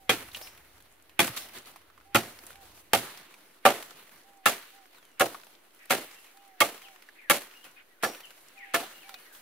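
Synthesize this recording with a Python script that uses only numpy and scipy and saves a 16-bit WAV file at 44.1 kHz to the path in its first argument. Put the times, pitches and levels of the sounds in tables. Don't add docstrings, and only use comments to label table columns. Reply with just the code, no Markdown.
import sys
import numpy as np
from scipy import signal
from scipy.io import wavfile
from scipy.ndimage import uniform_filter1d

SR = 44100
rng = np.random.default_rng(int(sys.argv[2]) if len(sys.argv) > 2 else 0)


def gain_from_db(level_db):
    decades = np.asarray(level_db, float) / 20
    return 10 ** decades


def dump_mix(stems):
    frames = np.atleast_2d(stems).T
    limited = np.clip(frames, -1, 1)
    pcm = np.round(limited * 32767).astype(np.int16)
    wavfile.write(sys.argv[1], SR, pcm)


N = 414981

EDGES_HZ = 35 * 2 ** np.arange(0, 9.1, .5)

# (time [s], level [dB])
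RUMBLE = [(0.0, -71), (0.23, -62.5), (0.65, -70.5), (1.1, -74), (1.28, -66), (1.62, -74), (3.01, -67.5),
          (3.41, -99), (3.75, -82.5), (4.69, -88.5), (9.41, -88)]
# (time [s], peak [dB], frequency [Hz])
BUMPS = [
    (0.469, -48, 37.7),
    (0.899, -58, 45.8),
    (1.294, -36, 121),
    (3.942, -58, 160),
]

# (frequency [Hz], density [dB per Hz])
AIR = [(29, -28.5), (50, -7.5), (113, -25), (341, 4), (404, -5), (565, 3.5), (891, -6), (2170, -6.5),
       (6690, -22), (15500, -13)]
# (frequency [Hz], correlation [-1..1])
AIR_LIKENESS = [(60, 0.8), (240, 0.64), (950, 0.0049), (3770, -0.043), (15000, 0.017)]
AIR_DB = -65.5
# (frequency [Hz], level [dB])
LEAF_COLOUR = [(40, -33.5), (90, -17), (250, -5), (600, -5.5), (2000, -4), (4000, -5.5), (6500, -11),
               (10000, -4), (15000, -3.5)]
LEAF_HZ = [200, 1500, 8000]
# (rattle [dB], settling [dB/s], low stir above rattle [dB])
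SHAKES = [(-54.5, 14, -9), (-49.5, 23.5, -9.5), (-53, 18, -6.5), (-50.5, 22.5, -9.5), (-51.5, 23, -11.5),
          (-53, 28.5, -19.5), (-54, 26.5, -10.5), (-53, 19.5, -17), (-56, 19, -14.5), (-56.5, 19.5, -16),
          (-56.5, 12, -12.5), (-53, 12, -14)]
BURST_DB, BURST_HOLD_S, BURST_FALL_DB_PER_S = 13.5, 0.035, 116.5
LOW_FALL, HISS_FALL, HISS_DB = 0.88, 1.06, -1
# (time [s], length [s], rattle [dB], hiss above rattle [dB])
STIRS = [(0.0, 0.056, -68.5, 3), (0.328, 0.054, -54, 6), (0.4, 0.068, -54.5, 4),
         (1.361, 0.0093, -43.5, 7.5), (1.382, 0.017, -53, -13), (1.546, 0.015, -49, -8),
         (1.67, 0.022, -52.5, -7), (1.53, 0.03, -51, 0.5), (1.656, 0.03, -54.5, 0), (2.462, 0.05, -55, 1),
         (2.607, 0.071, -59.5, 1.5), (2.743, 0.06, -64, 6.5), (3.967, 0.044, -56, -3),
         (4.112, 0.032, -56, -2), (4.925, 0.047, -60, -5), (5.023, 0.11, -66, -4), (5.733, 0.2, -67.5, 2),
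         (7.636, 0.024, -54, -4), (8.401, 0.08, -85.5, 1), (9.094, 0.093, -61, -1),
         (9.323, 0.043, -67.5, 10)]
STIR_RISE_S, STIR_FALL_DB_PER_S, STIR_LOW_DB = 0.0046, 201.5, -9

# (time [s], level [dB])
DOVE = [
    (-0.14, -64.5),
    (2.05, -62),
    (4.24, -63.5),
    (6.34, -62),
    (8.55, -60.5),
]
# (delay [s], length [s], start [Hz], end [Hz], level [dB])
COO = [
    (0.0, .27, 764, 713, -0.44),
    (.49, 0.137, 756, 715, -0.037),
]
TREES_T60_S, FAR_ECHO_DB = .26, -14

# (time [s], thud [dB], knock [dB], crack [dB], splinter [dB])
BLOWS = [(0.093, -31.5, -26.5, -15, -26), (1.192, -29.5, -28.5, -16.5, -23.5),
         (2.146, -27, -23.5, -15.5, -24.5), (2.933, -31, -28.5, -18, -24.5), (3.6513, -36.5, -14, -13, -25),
         (4.457, -37, -24.5, -16.5, -21.5), (5.196, -37.5, -18.5, -20, -25.5),
         (5.898, -36.5, -21, -16, -24), (6.604, -38, -23, -17, -24.5), (7.298, -37, -24, -17, -22),
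         (8.026, -42, -25.5, -25, -31.5), (8.737, -42.5, -24, -18.5, -28)]
LAYER_HZ = [150, 650, 2000, 9000]
STOP_S = [0.0022, 0.002, .0045, 0.0022, 0.003, 0.0045, 0.0125, 0.0088, 0.008, 0.003, .009, 0.0065]
ENTRY_DB = [-7, -0.5, 0, 8, -11, 1, -4, -14, 4, 3.5, -8.5, -10]
# (frequency [Hz], level [dB])
BLOW_COLOUR = [(50, -40.5), (120, -12.5), (300, -5.5), (700, -9.5), (1000, -14.5), (1400, -11.5),
               (3000, -11), (5500, -15.5), (9500, -7), (15000, -8.5)]
# (frequency [Hz], T60 [s])
BLOW_DECAY = [(80, 0.083), (260, 0.28), (700, 0.2), (1800, 0.082), (5000, 0.16), (13000, 0.093)]
# (frequency [Hz], level [dB])
SCATTER = [(100, -22.5), (700, -6), (3000, -5.5), (12000, -3.5)]
# (frequency [Hz], side over mid [dB])
BLOW_SIDE = [(60, -14), (110, -16), (200, -15), (380, -14), (700, -13), (1290, -7), (2380, -5), (4400, -1),
             (8120, 1), (15000, 0)]
# (frequency [Hz], left minus right [dB])
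BALANCE_LR = [(100, -2.5), (700, -2), (2000, -1.8), (12000, 0)]
DEEP_HZ, DEEP_SHARE = 148.4, 0.74
EDGE_CLICK, STOP_CLICK, EDGE_CLICK_S = 3.1, 4.9, 0.0005
CLUMP_DB, CLUMP_FROM_S = 3, 0.034
LEAD_S = .0005

# (frequency [Hz], width [Hz])
POLE = [(345, 19), (570, 22), (685, 13), (765, 30), (838, 34), (1180, 48), (1275, 48), (1357, 49),
        (1635, 57), (1725, 45), (2170, 79), (2430, 74), (3200, 95)]
LOW_RINGS = [(-33.5, -31, -42.5, -29, -29), (-27, -43, -31, -36, -26.5), (-23, -28, -32, -32, -25.5),
             (-44, -26, -26.5, -23.5, -21.5), (-32.5, -20, -20, -12.5, -24),
             (-42.5, -42.5, -29, -37, -27.5), (-30, -25.5, -30, -21.5, -42), (-38, -32.5, -30, -26.5, -46),
             (-31, -29, -26, -36, -25.5), (-33, -25, -34.5, -32.5, -27), (-39, -42, -29.5, -29.5, -35),
             (-40, -37, -29, -38, -39)]
MIDDLE_RINGS = [(-32.5, -34.5, -24.5, -42), (-29, -54, -32, -41), (-37.5, -20.5, -21.5, -38),
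                (-27.5, -34, -31.5, -34.5), (-16, -20.5, -20.5, -31), (-26, -21, -18, -22),
                (-23, -22.5, -21.5, -25), (-43, -28, -25, -31.5), (-17.5, -37, -54, -33),
                (-21, -44, -22.5, -20.5), (-27.5, -34, -27.5, -32), (-31, -26, -28, -38)]
HIGH_RINGS = [(-63.5, -31, -20, -18.5), (-57.5, -32, -21.5, -18), (-38, -29, -24, -21.5),
              (-45, -28.5, -35, -19.5), (-25, -31, -29, -38), (-20.5, -22, -26, -34),
              (-33.5, -27.5, -36.5, -29), (-48, -44, -34, -35), (-45, -18, -36, -18.5),
              (-25, -18, -42, -20), (-26, -50, -57, -34), (-26, -34, -43, -27)]
# (frequency [Hz], width [Hz])
POLE_EXTRA = [(520, 22), (1490, 45), (2670, 72), (3340, 67)]
EXTRA_RINGS = [(-34, -33.5, -34, -19), (-41, -26.5, -28.5, -24.5), (-40.5, -39.5, -37.5, -33.5),
               (-39, -31, -28, -34), (-22.5, -24, -31.5, -36.5), (-39, -31.5, -25, -27.5),
               (-36, -34, -32, -36), (-40, -31, -35, -40), (-33, -47, -32, -35), (-45, -34, -35, -29),
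               (-41, -48, -46, -39), (-39, -43, -41, -36)]
# (frequency [Hz], width [Hz])
TIP_MODE = (3780, 110)
TIP_RINGS = [-30, -36, -30, -34, -38, -23, -36, -38, -30, -30, -38, -38]
# (delay after stop [s], share of jolt [1])
REBOUNDS = [(.016, 0.18), (.014, 0.21), (0.013, 0.82), (0.021, 0.29), (.0078, 0.55), (0.011, 0.29),
            (0.012, 0.61), (0.02, 0.77), (0.0078, 0.51), (.0095, 1.5), (0.014, 0.63), (.012, 0.58)]
RING_DB, JOLT, BITE_S = 3.5, 28, 0.007
CONTACT_HZ = 1800
# (frequency [Hz], level [dB], T60 [s])
LOG = [(117, -9, 0.27), (222.5, -4, 0.18), (354, -6, 0.14), (1700, -8.5, .08)]

# (time [s], peak [dB], frequency [Hz], bright edge [dB])
CHIPS = [(0.316, -39, 3850, -57), (0.347, -21, 2910, -61), (0.37, -32, 3800, -42), (0.414, -31, 790, -41.5),
         (0.471, -33, 2460, -52), (1.278, -22, 1160, -31), (1.371, -29, 3850, -37), (1.555, -42, 1010, -53),
         (1.76, -38, 1090, -48.5), (1.901, -39.5, 1250, -70), (1.977, -37.5, 1110, -68),
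         (2.011, -45, 1400, -64), (2.466, -46, 810, -54), (3.341, -41, 2360, -52),
         (3.826, -48, 1600, -38.5), (3.909, -42, 1280, -50), (4.093, -67.5, 2100, -54),
         (4.749, -48, 800, -67), (5.346, -22.5, 1170, -69.5), (6.244, -42, 2020, -54),
         (6.819, -40, 2000, -50), (7.022, -62, 1450, -50.5), (7.088, -35, 1700, -67),
         (7.512, -36, 2270, -69), (7.643, -54, 2950, -49.5), (8.205, -39, 2310, -46),
         (8.826, -25, 780, -48), (9.093, -35.5, 1450, -42), (9.142, -31, 3800, -46),
         (9.349, -41.5, 3320, -53)]
# (time [s], peak [dB], frequency [Hz])
CRUMBS = [(0.576, -46, 2000), (0.804, -49, 1630), (1.022, -62, 1070), (1.095, -48.5, 2650),
          (1.738, -54, 800), (2.389, -42, 4700), (2.505, -43, 1490), (2.556, -46, 2200), (2.775, -48, 883),
          (3.175, -39.5, 4800), (3.94, -60, 1860), (4.984, -50, 1520), (5.052, -55, 3100),
          (5.346, -46, 580), (5.468, -46.5, 890), (5.858, -53, 4000), (6.11, -49, 1120), (6.371, -48, 800),
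          (7.419, -45, 2430), (8.148, -39.5, 2440), (8.306, -43, 1550)]
CRUMB_EDGE_DB, FIRST_CLICK = -5.5, 3.5
CHIP_T60_S, CHIP_RISE_S, CHIP_WIDTH_SHARE = 0.041, .0005, 0.17

# (frequency [Hz], level [dB], T60 [s])
BLADE = [(4555, 7.5, 0.15), (5180, 8, 0.25), (5660, 7, 0.42), (6100, 8, .23), (6374, 5, 0.17),
         (6965, 11, .13), (9200, 13, 0.24), (13800, 16, .15)]
# (time [s], level [dB], favoured mode [Hz])
BLADE_TOUCH = [
    (0.422, -53, 5130),
    (1.405, -59, 5200),
    (2.159, -42, 4560),
    (8.031, -51, 5700),
    (8.037, -43, 4500),
]

# (time [s], peak [dB], frequency [Hz])
SNAPS = [(1.585, -36, 5960), (1.622, -48, 6000), (2.467, -34, 9300), (3.177, -52, 6000), (2.664, -59, 7000),
         (3.908, -39, 4000), (4.215, -52.5, 3500), (4.236, -53, 5500), (4.373, -53, 7100),
         (4.958, -56, 6000), (5.052, -47.5, 9200), (5.116, -54, 5940), (6.186, -44, 1980),
         (6.82, -45, 2300), (6.885, -40, 1500), (7.024, -45, 2620), (9.142, -52, 5000), (4.531, -31, 1800),
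         (4.581, -35, 1500), (7.713, -53, 6970), (8.255, -41, 8000), (8.45, -59, 8000), (8.485, -43, 7050),
         (8.59, -49, 6000), (8.711, -56, 7000)]
# (time [s], peak [dB], frequency [Hz])
TICKS = [(0.824, -46, 10000), (0.925, -50, 10000), (0.999, -49, 1500), (1.024, -48, 10000),
         (1.271, -24, 10000), (1.376, -22, 3220), (1.658, -43, 4000), (1.716, -47, 10000),
         (1.739, -47, 1400), (2.002, -48, 1400), (2.53, -46, 3980), (3.099, -44, 4000), (3.19, -47, 10000),
         (4.654, -42, 1800), (4.75, -49, 10100), (4.857, -46, 1500), (4.863, -54, 10000),
         (4.948, -45, 1500), (5.028, -46, 1500), (5.399, -41, 1500), (5.415, -47, 4000), (5.435, -41, 1500),
         (5.446, -45, 10000), (5.552, -47, 3200), (5.708, -53, 3000), (5.721, -56, 9000),
         (5.748, -47.5, 13000), (5.792, -51, 6000), (5.856, -44, 11000), (6.021, -34, 1500),
         (6.113, -42, 4000), (6.372, -53, 3800), (6.425, -58, 10000), (6.461, -56, 10000),
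         (6.479, -50, 10000), (6.961, -41, 1500), (7.539, -43, 1500), (9.143, -34, 1400)]
SNAP_T60_S, SNAP_WIDTH_SHARE, SNAP_CLICK = 0.026, 0.59, 3.7

# (time [s], length [s], start [Hz], end [Hz], level [dB])
WHISTLE = [
    (4.947, .075, 4600, 3330, -66),
    (5.015, .19, 3380, 2700, -71),
]
# (time [s], length [s], frequency [Hz], width
# [Hz], level [dB])
SWEEP_ECHOES = [
    (5.786, 0.083, 2080, 900, -56),
    (7.144, 0.12, 2110, 770, -57),
    (7.762, 0.064, 2060, 1200, -55),
    (8.55, 0.24, 2240, 980, -54),
]
PHRASES = [
    6.158,
    7.545,
    8.922,
]
# (delay [s], length [s], start [Hz], end [Hz])
SONG = [(0.0, .016, 2500, 2880), (0.008, .065, 2870, 2810), (.083, .045, 3350, 2280),
        (.118, .04, 2330, 2280), (.215, .04, 2500, 2480), (.238, .025, 2930, 2860),
        (.325, .045, 2200, 1850), (.38, .065, 1750, 1400), (.672, .058, 3450, 2280),
        (.715, .03, 2270, 2230), (1.028, .13, 2570, 1480)]
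SONG_DB = [(-75, -61, -58), (-80, -57, -53), (-65, -55, -57), (-70, -66, -58), (-74, -68, -57),
           (-62, -73, -58), (-65, -80, -61), (-70, -80, -63), (-57, -80, -60), (-59, -80, -60),
           (-54, -54, -60)]
# (time [s], length [s], start [Hz], end [Hz],
# level [dB])
SINGLE_NOTES = [
    (6.16, .045, 2740, 2700, -55),
    (7.675, .03, 1420, 1540, -58),
    (7.89, .045, 2080, 1880, -67),
    (7.938, .06, 1800, 1400, -65),
    (8.232, .045, 3200, 2500, -55),
    (8.268, .03, 2300, 2200, -59),
    (9.19, .11, 4480, 4250, -69),
    (9.105, .025, 2300, 2320, -60),
]
SONG_LEAN = .45


def at_hz(points, hz):
    table_hz, value = np.array(points).T
    return np.interp(np.log(hz), np.log(table_hz), value)


def add(out, sound, s):
    i = round(s * SR)
    sound = sound[..., max(-i, 0):N - i]
    start = max(i, 0)
    out[..., start:start + sound.shape[-1]] += sound


def band(x, low_hz, high_hz):
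    sos = signal.butter(2, [low_hz, high_hz], "band", fs=SR, output="sos")
    return signal.sosfilt(sos, x) * np.sqrt(SR / 2 / (high_hz - low_hz))


def ring(x, hz, width_hz):
    r = np.exp(-np.pi * width_hz / SR)
    poles = [1, -2 * r * np.cos(2 * np.pi * hz / SR), r * r]
    return signal.lfilter([1, 0, -1], poles, x) * np.sqrt((1 - r * r) / 2)


def grains(shape, spread_db):
    x = rng.standard_normal(shape)
    x = x * gain_from_db(spread_db * np.minimum(rng.exponential(1, shape), 6))
    return x / np.std(x)


def drift(rate_hz):
    knots = rng.standard_normal(400)
    return np.interp(np.arange(N) / SR * rate_hz, np.arange(400), knots)


def spread(mid_side, hz, side_db):
    lean_db = at_hz(BALANCE_LR, hz) / 2
    mid, side = mid_side[..., :1, :], mid_side[..., 1:, :]
    return (mid + gain_from_db(side_db) * side * [[1], [-1]]) * gain_from_db([[lean_db], [-lean_db]])


def ground():
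    s, level_db = np.transpose(RUMBLE)
    wind_db = np.interp(np.arange(N) / SR, s, level_db) + 2.0 + 2.5 * drift(9.1)
    out = gain_from_db(wind_db) * band(rng.standard_normal(N), 25, 90)
    t = np.arange(SR // 4) / SR
    for s, peak_db, hz in BUMPS:
        envelope = gain_from_db(peak_db + 1.5 - 60 * t / 0.093) * np.minimum(t / 0.0078, 1)
        add(out, envelope * np.sin(2 * np.pi * hz * t), s)
    return out * gain_from_db([[-1.1], [1.1]])


def litter_db(t):
    power = np.full((3, len(t)), 1e-12)
    for (s, *_), (rattle_db, settling, low_db) in zip(BLOWS, SHAKES):
        age = np.maximum(t - s, 0)
        shower = gain_from_db(BURST_DB - BURST_FALL_DB_PER_S * np.maximum(age, BURST_HOLD_S))
        slow = gain_from_db(-settling * age * np.c_[[LOW_FALL, 1, HISS_FALL]])
        layers = gain_from_db(rattle_db + np.c_[[low_db, 0, HISS_DB]])
        power += (t > s) * (layers * (shower + slow)) ** 2
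    for s, length, rattle_db, hiss_db in STIRS:
        rise = np.clip((t - s) / STIR_RISE_S, 0, 1)
        fall = gain_from_db(-STIR_FALL_DB_PER_S * np.maximum(t - s - length, 0))
        layers = gain_from_db(rattle_db + np.c_[[STIR_LOW_DB, 0, hiss_db]])
        power += (layers * rise * fall) ** 2
    return 10 * np.log10(power)


def leaves_and_air():
    ticks = (rng.random(N) < 45.0 / SR) * np.minimum(rng.exponential(.6, N), .7)
    ticks = signal.lfilter([.9], [1, -np.exp(-1 / (0.0036 * SR))], ticks)
    crackle = grains((2, 2, N), spread_db=2.0) * gain_from_db(1.6 * drift(35) - 4.0) * (1 + ticks)
    white = rng.standard_normal((2, 2, N))
    bands = list(zip(EDGES_HZ, EDGES_HZ[1:]))
    air_power = sum(gain_from_db(2 * at_hz(AIR, np.sqrt(a * b))) * (b - a) for a, b in bands)
    air_level = gain_from_db(AIR_DB) / np.sqrt(air_power)
    coarse_s = np.arange(0, N, 16) / SR
    layers_db = litter_db(coarse_s)
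    out = 0
    for k, (low, high) in enumerate(bands):
        hz = np.sqrt(low * high)
        weights = [np.interp(np.log(hz), np.log(LEAF_HZ), pick) for pick in np.eye(len(LEAF_HZ))]
        curve_db = sum(weight * row for weight, row in zip(weights, layers_db))
        flicker_db = 1.6 * np.interp(coarse_s * 14, np.arange(400), rng.standard_normal(400))
        leaf = gain_from_db(curve_db + at_hz(LEAF_COLOUR, hz) + flicker_db).repeat(16)[:N]
        leaf = leaf * gain_from_db([[0], [at_hz(BLOW_SIDE, hz) + 1.4]])
        alike = np.clip(at_hz(AIR_LIKENESS, hz), -.9, .95)
        mid_side_power = (1 + alike * np.array([[1], [-1]])) / 2
        air = air_level * gain_from_db(at_hz(AIR, hz)) * np.sqrt((high - low) * mid_side_power)
        out = out + spread(band(leaf * crackle[k % 2] + air * white[k % 2], low, high), hz, 0)
    return out


def bird(notes, overtones_db, bend, arch_hz, lean, swell, flutter_db, pan_db, echo_db):
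    voice = np.zeros(N)
    for s, length, start_hz, end_hz, level_db in notes:
        u = np.arange(round(length * SR)) / (length * SR)
        arch = np.sin(np.pi * u ** lean)
        glide = np.expm1(-bend * u) / np.expm1(-bend)
        pitch_hz = start_hz + (end_hz - start_hz) * glide + arch_hz * arch
        phase = 2 * np.pi * np.cumsum(pitch_hz) / SR
        tone = sum(gain_from_db(db) * np.sin((k + 1) * phase) for k, db in enumerate(overtones_db))
        add(voice, gain_from_db(level_db) * tone * arch ** swell, s)
    voice = voice * gain_from_db(flutter_db * drift(40))
    t = np.arange(SR // 4) / SR
    echoes = rng.standard_normal((2, len(t))) * gain_from_db(echo_db - 60 * t / TREES_T60_S - 21)
    return (voice + signal.fftconvolve(voice[None], echoes)[:, :N]) * gain_from_db([[pan_db], [-pan_db]])


def dove():
    coos = [(s + after, *note, db + note_db) for s, db in DOVE for after, *note, note_db in COO]
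    return bird(coos, [.5], bend=.6, arch_hz=55, lean=.7, swell=0.29,
                flutter_db=.8, pan_db=-4.5, echo_db=FAR_ECHO_DB)


def swishes():
    out, u = np.zeros((2, N)), np.arange(round(0.045 * SR)) / (0.047 * SR)
    for s, *_ in BLOWS:
        puff = rng.standard_normal((2, len(u))) * u ** 2.4
        add(out, gain_from_db(-54.0) * spread(band(puff, 1300, 2800), 2000, -2.0), s - len(u) / SR)
    return out


def tearing_fibres(t):
    count = len(BLOWS)
    lumps = gain_from_db(2.2 * rng.standard_normal((count, 1, len(t) // 128 + 1)))
    lumps = lumps.repeat(128, axis=2)[..., :len(t)]
    fibres = grains((2, count, 2, len(t)), spread_db=2.5) * uniform_filter1d(lumps, size=100)
    knots = rng.standard_normal((count, 40))
    clumps = np.array([np.interp(t * 90, np.arange(40), row) for row in knots])
    fibres = fibres * gain_from_db(CLUMP_DB * clumps * np.clip(t / CLUMP_FROM_S - .5, 0, 1))[:, None]
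    fibres[:, :, 0, round(EDGE_CLICK_S * SR)] = EDGE_CLICK
    fibres[:, np.arange(count), 0, (np.array(STOP_S) * SR).astype(int)] = STOP_CLICK
    before_stop = np.clip(7.5 * (1 - t / np.c_[STOP_S]), 0, 1)
    return fibres * gain_from_db(np.c_[ENTRY_DB] * before_stop)[:, None]


def cuts_in_bands(fibres, t):
    levels = np.array(BLOWS)[:, 1:]
    stop_s = np.c_[STOP_S]
    thud_over_knock_db = levels[:, 0] - levels[:, 1] + 10.5
    cuts = 0
    for k, (low, high) in enumerate(zip(EDGES_HZ, EDGES_HZ[1:])):
        hz = np.sqrt(low * high)
        late = np.maximum(t - np.clip(520 / hz - .3, 0, 1) * stop_s, 0)
        crack = gain_from_db(-6.5 - 60 * late / 0.0076)
        fall = gain_from_db(-60 * np.maximum(t - stop_s - .006, 0) / at_hz(BLOW_DECAY, hz))
        scatter = gain_from_db(at_hz(SCATTER, hz) - 60 * t / 0.33)
        shape = (1 - np.exp(-late / 0.0005)) * (crack + fall + scatter)
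        level_db = np.array([np.interp(np.log(hz), np.log(LAYER_HZ), row) for row in levels])
        level_db += at_hz(BLOW_COLOUR, hz) - 3.0
        level_db += DEEP_SHARE * max(np.log2(DEEP_HZ / hz), 0) * thud_over_knock_db
        torn = fibres[k % 2] * (gain_from_db(level_db)[:, None] * shape)[:, None]
        cuts = cuts + spread(band(torn, low, high), hz, at_hz(BLOW_SIDE, hz))
    return cuts


def pole_ring(fibres, k, t):
    late = np.maximum(t - STOP_S[k], 0)
    drive = fibres * (late > 0) * gain_from_db(-60 * np.maximum(late - BITE_S, 0) / 0.072)
    rebound_s, rebound_share = REBOUNDS[k]
    drive[0, round(STOP_S[k] * SR)] = JOLT
    drive[0, round((STOP_S[k] + rebound_s) * SR)] = JOLT * rebound_share
    drive = signal.lfilter(*signal.butter(2, CONTACT_HZ, fs=SR), drive)
    modes = [*POLE, *POLE_EXTRA, TIP_MODE]
    rings_db = [*LOW_RINGS[k], *MIDDLE_RINGS[k], *HIGH_RINGS[k], *EXTRA_RINGS[k], TIP_RINGS[k]]
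    out = 0
    for (hz, width_hz), level_db in zip(modes, rings_db):
        tone = ring(drive, hz, width_hz)
        tone = -tone / np.abs(tone).max(axis=1, keepdims=True)
        out = out + spread(tone, hz, at_hz(BLOW_SIDE, hz) - 1.5) * gain_from_db(level_db + RING_DB)
    return out


def log_knock(thud_db, late):
    knock = 0
    for hz, level_db, t60 in LOG:
        start_db = thud_db + level_db - 1.0 + 3.3 * rng.normal()
        knock = knock + gain_from_db(start_db - 60 * late / t60) * np.sin(2 * np.pi * hz * late)
    return knock * gain_from_db([[-.9], [.9]])


def blows():
    t = np.arange(round(SR / 3)) / SR
    fibres = tearing_fibres(t)
    cuts = cuts_in_bands(fibres, t)
    out = np.zeros((2, N))
    for k, (s, thud_db, *_) in enumerate(BLOWS):
        knock = log_knock(thud_db, np.maximum(t - STOP_S[k], 0))
        add(out, cuts[k] + pole_ring(fibres[0, k], k, t) + knock, s - LEAD_S)
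    return out


def chips():
    out, t = np.zeros((2, N)), np.arange(round(SR / 8)) / SR
    pieces = [*CHIPS, *[(s, db, hz, db + CRUMB_EDGE_DB) for s, db, hz in CRUMBS]]
    scratch = grains((len(pieces), 2, len(t)), spread_db=4.0)
    for clicks, (s, peak_db, hz, edge_db) in zip(scratch, pieces):
        drive = clicks * gain_from_db(-60 * t / CHIP_T60_S) * np.minimum(t / CHIP_RISE_S, 1)
        drive[:, round(CHIP_RISE_S * SR)] = FIRST_CLICK
        drive = drive * 6.3 / np.sqrt(np.sum(drive ** 2, axis=1, keepdims=True))
        wood = gain_from_db(peak_db - 6.5) * ring(drive, hz, CHIP_WIDTH_SHARE * hz)
        wood = wood + gain_from_db(edge_db + 5.0) * band(drive, 550, 4800)
        edge = gain_from_db(edge_db + 3.0) * band(drive, 3300, 16700)
        add(out, spread(wood, hz, -6.5) + spread(edge, hz, .3), s - LEAD_S)
    return out


def blade():
    out, t = np.zeros(N), np.arange(SR // 2) / SR
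    for s, touch_db, favoured_hz in BLADE_TOUCH:
        for hz, level_db, t60 in BLADE:
            start_db = touch_db + level_db - 60 * min(abs(np.log2(hz / favoured_hz)), .27)
            envelope = gain_from_db(start_db - 60 * t / t60) * np.minimum(t / 0.0019, 1)
            add(out, envelope * np.sin(2 * np.pi * hz * t), s)
    return out * gain_from_db([[2.5], [-2.5]])


def snaps():
    out, t = np.zeros((2, N)), np.arange(SR // 40) / SR
    events = [*SNAPS, *TICKS]
    crackle = grains((len(events), 2, len(t)), spread_db=-3.0)
    crackle[..., round(CHIP_RISE_S * SR)] = SNAP_CLICK
    for clicks, (s, peak_db, hz) in zip(crackle, events):
        snap = ring(clicks * gain_from_db(-60 * t / SNAP_T60_S), hz, SNAP_WIDTH_SHARE * hz)
        add(out, gain_from_db(peak_db - 8.5) * spread(snap, hz, -1.5), s - LEAD_S)
    return out


def whistle():
    return bird(WHISTLE, [1.5, -5, -6], bend=1.6, arch_hz=0, lean=SONG_LEAN, swell=0.43,
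                flutter_db=5, pan_db=3.0, echo_db=FAR_ECHO_DB)


def sweep_echoes():
    out = np.zeros((2, N))
    for s, length, hz, width_hz, level_db in SWEEP_ECHOES:
        u = np.arange(round(length * SR)) / (length * SR)
        rough = rng.standard_normal((2, len(u))) * np.sin(np.pi * u) ** .5
        add(out, gain_from_db(level_db) * band(rough, hz - width_hz / 2, hz + width_hz / 2), s)
    return out


def songbird():
    song = []
    for k, s in enumerate(PHRASES):
        for (after, length, start_hz, end_hz), levels_db in zip(SONG, SONG_DB):
            if s + after < N / SR:
                song.append((s + after, length, start_hz, end_hz, levels_db[k]))
    return bird([*song, *SINGLE_NOTES], [.6], bend=1.3, arch_hz=0, lean=SONG_LEAN, swell=0.78,
                flutter_db=3.2, pan_db=1.5, echo_db=-5)


def scene():
    background = ground() + leaves_and_air()
    chopping = swishes() + blows() + chips() + blade() + snaps()
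    birds = dove() + whistle() + sweep_echoes() + songbird()
    return background + chopping + birds


def top_cut(x):
    return signal.sosfilt(signal.butter(12, 16870, fs=SR, output="sos"), x)


def record(dry):
    x = signal.sosfilt(signal.butter(2, 55, "high", fs=SR, output="sos"), dry)
    x = .95 * np.tanh(x / .95) - .0005
    x = signal.sosfilt(signal.cheby2(10, 22, 15900, fs=SR, output="sos"), x)
    x = signal.sosfilt(signal.cheby2(14, 60, 17150, fs=SR, output="sos"), x)
    return top_cut(x)


dry = scene()
out = record(dry)
dump_mix(out)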